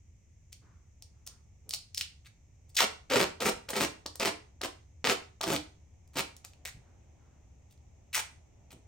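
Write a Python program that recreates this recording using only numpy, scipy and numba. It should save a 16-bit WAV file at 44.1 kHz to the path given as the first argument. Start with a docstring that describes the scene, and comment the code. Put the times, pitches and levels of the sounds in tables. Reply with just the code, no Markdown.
"""In a small workshop, low rumble and faint hiss last throughout as steady shaped noise; sleeve rustle, more
shaped noise, comes in and varies with the arms' movement.
First duct tape is picked loose: brief peels and single snaps, noise bursts that crackle, ping and thud.
Then it is pulled off its roll in short jerks: uneven stick-slip clicks and fizzing thread breaks drive the
strip's modes, whose note falls as the strip gets longer. Sparser, mostly weaker peels and snaps close the scene.
Soft scuffs and bumps, swells of filtered noise, come between; the roll and nearby objects ring along."""
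import sys
import numpy as np
from scipy import signal
from scipy.fft import rfft, irfft
from scipy.io import wavfile
from scipy.ndimage import uniform_filter1d
from numba import njit

SR = 44100
rng = np.random.default_rng(int(sys.argv[2]) if len(sys.argv) > 2 else 0)


def wav_record(signal):
    """Record a signal, one row per channel, as 16-bit PCM in the file named by sys.argv[1]."""
    frames = np.transpose(np.atleast_2d(signal))
    bounded = np.clip(frames, -1, 1)
    # unit amplitude maps onto the largest positive 16-bit level
    quanta = np.round(bounded * 32767).astype(np.int16)
    wavfile.write(sys.argv[1], SR, quanta)


N = 391166
TIME = np.arange(N) / SR  # s

# Steady rumble and hiss. Each row: frequency in Hz, relative density in dB.
FLOOR_SPECTRUM = [(25, -14), (45, -6.5), (75, 4.5), (130, -7.5), (250, -23), (500, -32), (900, -40),
                  (1500, -46), (2200, -34.5), (3200, -45), (4500, -51), (6200, -32.5), (7500, -39.5),
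                  (9500, -58.5), (15000, -59)]
# Side against mid of that background. Each row: frequency in Hz, gain in dB.
FLOOR_WIDTH = [(60, -18), (200, -11.5), (600, 2), (2000, -4), (8000, 0.5)]
# Cloth noise of the sleeves. Each row: frequency in Hz, relative density in dB.
RUSTLE_SPECTRUM = [(120, -14.5), (250, -2.5), (450, -9), (800, -8), (1100, -18.5), (1500, -25),
                   (2400, -21.5), (5000, -36), (7000, -52)]
# Arm movement. Each row: time in seconds, rustle level in dB.
ARM_MOVEMENT = [(0, -101), (1.25, -78.5), (1.9, -84), (3.7, -70.5), (5, -79), (5.9, -76.5), (6.8, -69.5),
                (7.6, -73.5), (8.87, -71)]

# Pulls of the hand, from a small pick to a full rip. Each row: start in seconds, length in seconds,
# fastest moment as a share of the length, swell in dB, relative levels of strip flutter, slip crackle
# and glue fizz in dB, first note in Hz, last note in Hz.
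PULLS = [(0.52, 0.013, 0.72, 13, -72, -56.5, -55.5, 3000, 3020),
         (1.263, 0.0072, .9, 13, -69, -56, -42.5, 3300, 3300),
         (1.714, 0.046, 0.48, 16, -47, -61, -45.5, 3920, 3700),
         (1.952, .078, 0.37, 23, -55, -53, -46, 3600, 3200),
         (2.246, 0.029, .6, 10, -78, -56, -64.5, 2200, 2100),
         (2.684, 0.022, 0.66, 12, -67, -72, -66.5, 5000, 5060),
         (2.746, .008, .9, 4.5, -62, -53, -53.5, 5600, 5140),
         (2.768, .080, .48, 3, -28.5, -26, -34.5, 4830, 561),
         (3.102, 0.14, 0.66, 9, -22.5, -27.5, -36.5, 518, 338),
         (3.407, 0.094, 0.71, 6.5, -26, -31.5, -36, 443, 406),
         (3.686, 0.034, 0.33, 8, -44.5, -46.5, -47.5, 487, 477),
         (3.733, 0.12, 0.73, 3.5, -28.5, -30, -37.5, 437, 350),
         (4.2, 0.092, 0.55, 9, -30, -28, -37.5, 540, 363),
         (4.632, 0.031, 0.36, 3.5, -33.5, -37.5, -44, 397, 397),
         (5.043, 0.09, 0.67, 7, -28, -30, -38.5, 423, 406),
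         (5.428, .130, 0.85, 6.5, -29, -35.5, -41, 394.5, 284),
         (6.133, 0.028, .9, 1.5, -71, -63, -66, 337, 334),
         (6.155, 0.055, 0.54, 12.5, -34.5, -30, -38, 342, 322),
         (6.442, 0.012, 0.64, 12, -64.5, -52, -67, 896, 900),
         (6.652, 0.0434, .1, -6.5, -45, -51.5, -49, 2100, 2136),
         (7.699, .030, 0.94, 3.5, -75.5, -72.5, -71, 3500, 3500),
         (8.129, 0.077, 0.25, 14, -42, -31.5, -33.5, 2940, 780),
         (8.705, 0.03, 0.75, 4, -70.5, -57.5, -60, 520, 475)]
# How flutter, crackle and fizz (in that order) answer the hand. Each row: time of the peak as a share of
# the hand's, share of the swell, easing off after the peak in dB per second.
RESPONSE = [(.8, 0.74, 91.5), (.98, 1.1, 132), (1.02, 1.4, 169.5)]
# The glue catches in mid-pull. Each row: time in seconds, dip in dB, half length in seconds.
CATCHES = [(3.189, 17.5, 0.0044), (3.441, 10.5, .008), (3.749, 13.5, 0.01), (3.79, 8.5, 0.011),
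           (4.243, 17.5, 0.0067), (5.081, 4.5, .006), (5.453, 13, 0.013)]
# Modes of the strip. Each row: multiple of its note, relative level in dB, damping (1/Q),
# change of level in dB when the strip is short and stiff.
STRIP_MODES = [(.6, -4, .8, -13.5), (1, 0.5, 0.24, 0.5), (1.7, -3, 0.48, 1), (2.7, -6, 0.47, -1),
               (4.3, -13, 0.24, 0)]
# The hardest single slips. Each row: time in seconds, relative peak in dB.
HARD_SLIPS = [(3.169, -25), (3.215, -12.5), (3.83, -27), (4.221, -15), (5.0435, -9), (5.051, -9),
              (5.0722, -5), (5.098, -5.5), (5.115, -13)]
# Colour of the slips. Each row: frequency in Hz, gain in dB.
SLIP_COLOUR = [(150, 1.5), (400, -1), (800, 0), (1200, 1), (1650, -0.5), (2300, 4), (3200, 0), (4600, -2),
               (6500, -7.5), (8500, -16.5), (12000, -40.5)]
# Colour of the glue fizz. Each row: frequency in Hz, gain in dB.
FIZZ_COLOUR = [(2500, -19.5), (6000, 0), (8500, 2), (10000, -3), (11300, -32), (13000, -0.5), (15500, -6)]

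# Spots of glue that crack off. Each row: time in seconds, relative level in dB, pitch in Hz,
# low thud in dB against the crack.
SNAPS = [(0.5267, -29.5, 6100, -28), (1.022, -29, 5500, -21), (1.273, -21, 6030, -15.5),
         (1.6914, -20.5, 8750, -21.5), (1.707, -15.5, 4500, -24), (1.7354, -9.5, 4350, -18.5),
         (1.7444, -16.5, 4860, -35), (1.945, -18, 5150, -39), (1.973, -16.5, 4930, -33),
         (1.977, -10.5, 4810, -26.5), (2.0091, -7.5, 2770, -29), (2.7528, -24, 6000, -18),
         (2.7659, -7, 4647, -25), (3.0988, -13.5, 1970, -13), (3.189, -21, 1980, -14),
         (3.403, -15.5, 3600, -8.5), (3.6882, -13, 2190, -11), (3.703, -17, 8480, -6),
         (3.7324, -26, 1890, -13), (3.7546, -16.5, 2300, -19), (4.0605, -15.5, 4380, -3),
         (4.155, -23.5, 7976, -11), (4.197, -14, 4800, -16), (4.6138, -15.5, 3860, -1),
         (4.6347, -12, 1940, -18), (5.4108, -11.5, 3920, -3), (5.4323, -16.5, 5160, -16.5),
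         (5.4384, -10.5, 3200, -2.5), (5.5614, -6.5, 2296, -20.5), (6.075, -48.5, 7100, -20.5),
         (6.3644, -32, 6800, -27), (6.447, -24.5, 7130, -13.5), (6.533, -37, 2550, -25),
         (6.6543, -16, 2080, -14), (7.775, -53, 3960, -21.5), (8.7056, -35, 2100, -13)]
# Colour of a snap's crack. Each row: frequency in Hz, gain in dB.
SNAP_COLOUR = [(200, -9), (1000, -13), (2500, -2), (5000, 0.5), (7500, -4.5), (9500, -3), (11300, -16.5),
               (13000, -3), (16000, -1.5)]
# Resonances of the roll and the things on the bench. Each row: frequency in Hz, relative level in dB.
RESONANCES = [(220, 0), (315, 1), (380, -7.5), (505, 1.5), (637, 0), (790, -8), (937, -4), (1310, -5),
              (1434, -3), (1976, 5.5), (2445, -8)]

# Side against mid of the direct sound. Each row: frequency in Hz, gain in dB.
DIRECT_WIDTH = [(100, -29), (1500, -17.5), (5000, -7.5), (7000, -3), (8500, -10), (11000, 16.5),
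                (13000, -2), (16000, -13)]
# Tone of the room's echo. Each row: frequency in Hz, gain in dB.
ECHO_COLOUR = [(100, -2.5), (400, 0.5), (1000, -1), (2500, -1), (6000, 1.5), (9000, 2.5), (15000, -6.5)]
# Extra colour of the echo's side signal. Each row: frequency in Hz, gain in dB.
ECHO_WIDTH = [(100, -13.5), (250, -10.5), (600, 1.5), (2000, -0.5), (8000, -1)]

# Scuffs of fingers on the roll and of the swinging strip. Each row: start in seconds, relative level in dB,
# swell time in seconds.
SCUFFS = [(0.61, -59.5, 0.06), (1.12, -73.5, 0.06), (1.28, -61, 0.038), (6.8, -64, 0.065),
          (7.17, -66, 0.084)]
# Rubbing noise of the scuffs. Each row: frequency in Hz, relative density in dB.
SCUFF_SPECTRUM = [(200, 8), (600, -2.5), (1250, 5), (1800, -2), (2800, -15.5), (5000, -17), (9000, -58)]
# Bumps of hands on the roll and of the slack strip. Each row: start in seconds, relative level in dB,
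# pitch in Hz.
BUMPS = [(0.615, -59, 240), (1.655, -55, 325), (3.51, -45, 71.6), (3.799, -41, 90.2), (6.736, -43.5, 88.5),
         (8.72, -48, 230)]

RELEASE_S = 0.00096  # peeling dies away when the hand stops
NOTE_WOBBLE_OCTAVES = .22  # rms, for a long strip
STIFF_HZ = 2550  # a strip with a note above this is too short to flutter much
CUTOFF_HZ = 16200


def from_db(db):
    """An amplitude ratio is ten to the power of its decibels over twenty."""
    return 10 ** (np.asarray(db) / 20)


def rms_one(x):
    """Normalisation divides by the root mean square."""
    return x / np.sqrt(np.mean(x ** 2) + 1e-20)


def evened(x):
    """Local normalisation keeps the grain but holds the running rms, over 25 ms, near 1."""
    return x / np.sqrt(np.abs(uniform_filter1d(x ** 2, size=1100)) + 1e-9)


def whitened(x):
    """Phase alone keeps the timing: every frequency gets equal strength, with energy 1."""
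    spectrum = rfft(x)
    return irfft(spectrum / (np.abs(spectrum) + 1e-12), len(x))


def butter(x, hz, kind, order=2):
    """A Butterworth filter has a maximally flat passband."""
    sos = signal.butter(order, np.clip(hz, 15, .45 * SR), kind, fs=SR, output="sos")
    return signal.sosfilt(sos, x + 1e-18)


def colour(x, spectrum):
    """A folded cepstrum gives the causal, minimum-phase filter that follows a table of (Hz, dB)."""
    size = 4096
    hz, db = np.transpose(spectrum)
    grid = np.maximum(np.fft.rfftfreq(size, 1 / SR), 1)
    gain = from_db(np.interp(np.log(grid), np.log(hz), db))
    cepstrum = irfft(np.log(gain))
    cepstrum[1:size // 2] *= 2
    cepstrum[size // 2 + 1:] = 0
    impulse_response = irfft(np.exp(rfft(cepstrum)))
    return signal.fftconvolve(x, impulse_response)[:len(x)]


def noise(spectrum):
    """White noise through a filter takes on the filter's spectrum; its rms is set to 1."""
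    return rms_one(colour(rng.standard_normal(N), spectrum))


def stereo(mid, side):
    """Sum and difference of mid and side give the two channels."""
    return np.array([mid + side, mid - side])


@njit
def moving_resonance(x, tangent, damping):
    """A state-variable filter with a moving note yields the band at the note, and all above it."""
    band, above = np.zeros(len(x)), np.zeros(len(x))
    s1 = s2 = 0.
    for i in range(len(x)):
        g = tangent[i]
        above[i] = (x[i] - (damping + g) * s1 - s2) / (1 + g * (g + damping))
        band[i] = g * above[i] + s1
        s1 = band[i] + g * above[i]
        s2 += 2 * g * band[i]
    return band, above


def background(floor_db):
    """Steady random noise makes rumble and hiss; friction of cloth follows the arms' movement."""
    floor = stereo(noise(FLOOR_SPECTRUM), colour(noise(FLOOR_SPECTRUM), FLOOR_WIDTH))
    sleeves = stereo(noise(RUSTLE_SPECTRUM), from_db(-2) * noise(RUSTLE_SPECTRUM))
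    rustle_db = np.interp(TIME, *np.transpose(ARM_MOVEMENT))
    return from_db(floor_db) * floor + from_db(rustle_db) * sleeves


def pulling():
    """A lengthening strip lowers its note; flutter, crackle and fizz swell and ease with the hand's speed."""
    gains, note = np.zeros((3, N)), np.full(N, float(STIFF_HZ))
    for start, length, fastest, swell_db, *levels_db, first_hz, last_hz in PULLS:
        near = (TIME >= start) & (TIME < start + length + 10 * RELEASE_S)
        t = TIME[near] - start
        # the hand speeds up, then brakes
        unrolled = np.sin(np.pi / 2 * np.minimum(t / length, 1)) ** 2
        note[near] = 1 / ((1 - unrolled) / first_hz + unrolled / last_hz)
        release = np.exp(-np.maximum(t - length, 0) / RELEASE_S)
        for gain, db, (lead, follows, ease_db_per_s) in zip(gains, levels_db, RESPONSE):
            peak_s = max(fastest * lead * length, 1e-3)
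            rise_db = -swell_db * follows * np.maximum(1 - t / peak_s, 0)
            ease_db = -ease_db_per_s * np.maximum(t - peak_s, 0)
            gain[near] = np.maximum(gain[near], from_db(db + rise_db + ease_db) * release)
    gains[0] /= 1 + (note / STIFF_HZ) ** 2  # a stiff strip hardly flutters
    caught_db = 0
    for s, dip_db, half_s in CATCHES:
        caught_db = caught_db + dip_db * np.exp(-np.minimum(((TIME - s) / half_s) ** 2, 20))
    return gains * from_db(-caught_db), note


def slips(per_s, jitter, waver, spread_db):
    """Stick and slip: tension builds and lets go at a wavering pace, with uneven force."""
    chance = rng.standard_normal((4000, 3))
    pace = waver * rms_one(uniform_filter1d(chance[:, 2], size=5))
    intervals_s = np.exp(jitter * chance[:, 0] + pace) / per_s
    at = (np.cumsum(intervals_s) * SR).astype(int)
    clicks = np.zeros(N)
    clicks[at[at < N]] = -from_db(spread_db * np.clip(chance[at < N, 1], -2, 1))
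    return rms_one(clicks)


def threads(slip, per_s, cluster_s, steady):
    """Fracture: tiny threads of glue break at random, hardest just after a slip."""
    decay = np.exp(-1 / (cluster_s * SR))
    surge = rms_one(signal.lfilter([1], [1, -decay], np.abs(slip) + 1e-18))
    breaks = (rng.random(N) < per_s / SR) * rng.standard_normal(N)
    return rms_one(breaks * (steady + surge))


def peeling(flutter_db, crackle_db, fizz_db, thread_db, hard_db, shudder_db, shudder_hz):
    """Forced vibration: slips and threads drive the strip's modes; it radiates little below its note."""
    (flutter_gain, crackle_gain, fizz_gain), note = pulling()
    slip = slips(per_s=190, jitter=.2, waver=.17, spread_db=4.5)
    # a short, stiff strip peels smoothly; a long one jerks
    jerky = 1 / (1 + (note / 700) ** 2)
    # the strip's tension, and so its note, wobbles
    wobble = rms_one(uniform_filter1d(uniform_filter1d(rng.standard_normal(N), size=500), size=500))
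    note = note * 2 ** (NOTE_WOBBLE_OCTAVES * jerky * wobble)
    snapping = threads(slip, per_s=9000, cluster_s=0.0018, steady=0.93)
    drive = evened(slip * jerky + from_db(thread_db) * snapping)

    flutter = 0
    for multiple, db, damping, short_db in STRIP_MODES:
        tangent = np.tan(np.pi * np.minimum(note * multiple, .35 * SR) / SR)
        band, _ = moving_resonance(drive, tangent, max(damping, .04))
        # each mode radiates only near its own pitch
        skirted, _ = moving_resonance(band, tangent, 1)
        flutter = flutter + from_db(db + short_db * (1 - jerky) ** 2) * evened(skirted)
    # a long strip also passes its jerks on to the roll, which shudders
    shudder = evened(butter(drive, [shudder_hz / 1.35, shudder_hz * 1.2], "band"))
    flutter = flutter + from_db(shudder_db) * jerky ** 3 * shudder

    _, crackle = moving_resonance(colour(drive, SLIP_COLOUR), np.tan(np.pi * note * .8 / SR), 1.0)
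    fizz = evened(colour(threads(slip, per_s=4100, cluster_s=0.0018, steady=0.94), FIZZ_COLOUR))
    hard = np.zeros(N)
    for s, peak_db in HARD_SLIPS:
        hard[int(s * SR)] = -from_db(peak_db + hard_db)
    return (from_db(flutter_db) * flutter_gain * flutter
            + from_db(crackle_db) * crackle_gain * evened(crackle)
            + from_db(fizz_db) * fizz_gain * fizz
            + colour(butter(hard, 220, "high"), SLIP_COLOUR))


def snaps(level_db, fray_s, crumble_db, crumble_s, ping_db, thud_db, thud_hz, thud_s):
    """Sudden release: glue frays to a peak and crumbles on, while the taut strip pings and thuds."""
    out, t = np.zeros(N + 4096), TIME[:4096]
    for s, peak_db, hz, low_db in SNAPS:
        chance = rng.standard_normal((3, len(t)))
        fray = np.exp(-np.abs(t - .004) / max(fray_s, 1e-4))
        burst = whitened(chance[0] * fray) * fray ** 0.42
        burst += from_db(crumble_db) * chance[1] * t / crumble_s * np.exp(-t / crumble_s)
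        crack = butter(burst, hz / 3, "high")
        crack = butter(crack, [hz / 1.5, min(hz * 1.8, 18000)], "band", order=1)
        ping = butter(burst, [hz, hz * 1.1], "band", order=1)
        crack = colour(crack + from_db(ping_db) * ping, SNAP_COLOUR)
        thud = butter(chance[2] * np.exp(-t / thud_s), [thud_hz / 2.2, thud_hz * 2.1], "band")
        at = int((s - .002) * SR)  # the thud begins 2 ms early, the fraying peaks 2 ms late
        out[at:at + len(t)] += from_db(peak_db + level_db) * (crack + from_db(thud_db + low_db) * thud)
    return out[:N]


def ringing(x, level_db, width_hz):
    """Sympathetic resonance: the roll and nearby objects ring along in narrow bands."""
    loudest_db = max(db for hz, db in RESONANCES)
    out = np.zeros(N)
    for hz, db in RESONANCES:
        b, a = signal.iirpeak(hz, hz / width_hz, fs=SR)
        out += from_db(db - loudest_db) * signal.lfilter(b, a, x + 1e-18)
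    return from_db(level_db) * out


def workshop(x, echo_db, t60, treble_t60, early_db, early_s):
    """Reverberation: quick reflections off bench and body, then a short tail that loses its treble first."""
    t = TIME[:SR // 2]
    tails = []
    for white in rng.standard_normal((2, len(t))):
        low = butter(white, 4500, "low", order=1)
        tail = low * from_db(-60 * t / t60) + (white - low) * from_db(-60 * t / treble_t60)
        tail *= (t > .0015) * (1 + from_db(early_db) * np.exp(-t / early_s))
        tails.append(from_db(echo_db) * colour(tail / np.linalg.norm(tail), ECHO_COLOUR))
    mid = x + signal.fftconvolve(x, tails[0])[:N]
    side_tail = colour(tails[1], ECHO_WIDTH)
    side = colour(x, DIRECT_WIDTH) + signal.fftconvolve(x, side_tail)[:N]
    return stereo(mid, side)


def scuffs():
    """Sliding friction makes soft rubbing noise that swells and fades."""
    gain = np.zeros(N)
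    for s, db, swell_s in SCUFFS:
        age = np.maximum(TIME - s, 0) / swell_s
        gain += from_db(db) * age * np.exp(-np.minimum(age, 20))
    return gain * stereo(noise(SCUFF_SPECTRUM), from_db(-5) * noise(SCUFF_SPECTRUM))


def bumps(length_s):
    """Soft impact excites mostly low frequencies: dull, rounded swells of low noise."""
    out, t = np.zeros(N + SR // 2), TIME[:SR // 2]
    for s, level_db, hz in BUMPS:
        low = rms_one(butter(rng.standard_normal(len(t)), [hz / 2.2, hz * 1.5], "band"))
        at = int(s * SR)
        out[at:at + len(t)] += from_db(level_db) * low * t / length_s * np.exp(-t / length_s)
    return out[:N]


def scene():
    """Superposition: tape just off centre in the workshop, over bumps, scuffs and the background."""
    tape = peeling(flutter_db=-4.5, crackle_db=-1, fizz_db=1.0, thread_db=-2.5, hard_db=9.5,
                   shudder_db=-10.5, shudder_hz=168)
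    tape = tape + snaps(level_db=10.5, fray_s=0.00073, crumble_db=-36.5, crumble_s=0.0037,
                        ping_db=-1.0, thud_db=-18, thud_hz=600, thud_s=.008)
    tape = tape + ringing(tape, level_db=-5.5, width_hz=28)
    heard = workshop(tape, echo_db=-5.5, t60=0.33, treble_t60=0.21, early_db=-11.5, early_s=0.018)
    heard = heard * from_db([[-.7], [.7]])  # balance of the two channels
    return heard + bumps(length_s=0.021) + scuffs() + background(floor_db=-58)


def record(dry):
    """An elliptic low-pass cuts the top steeply."""
    return signal.sosfilt(signal.ellip(10, .2, 80, CUTOFF_HZ, fs=SR, output="sos"), dry)


dry = scene()
out = record(dry)
wav_record(out)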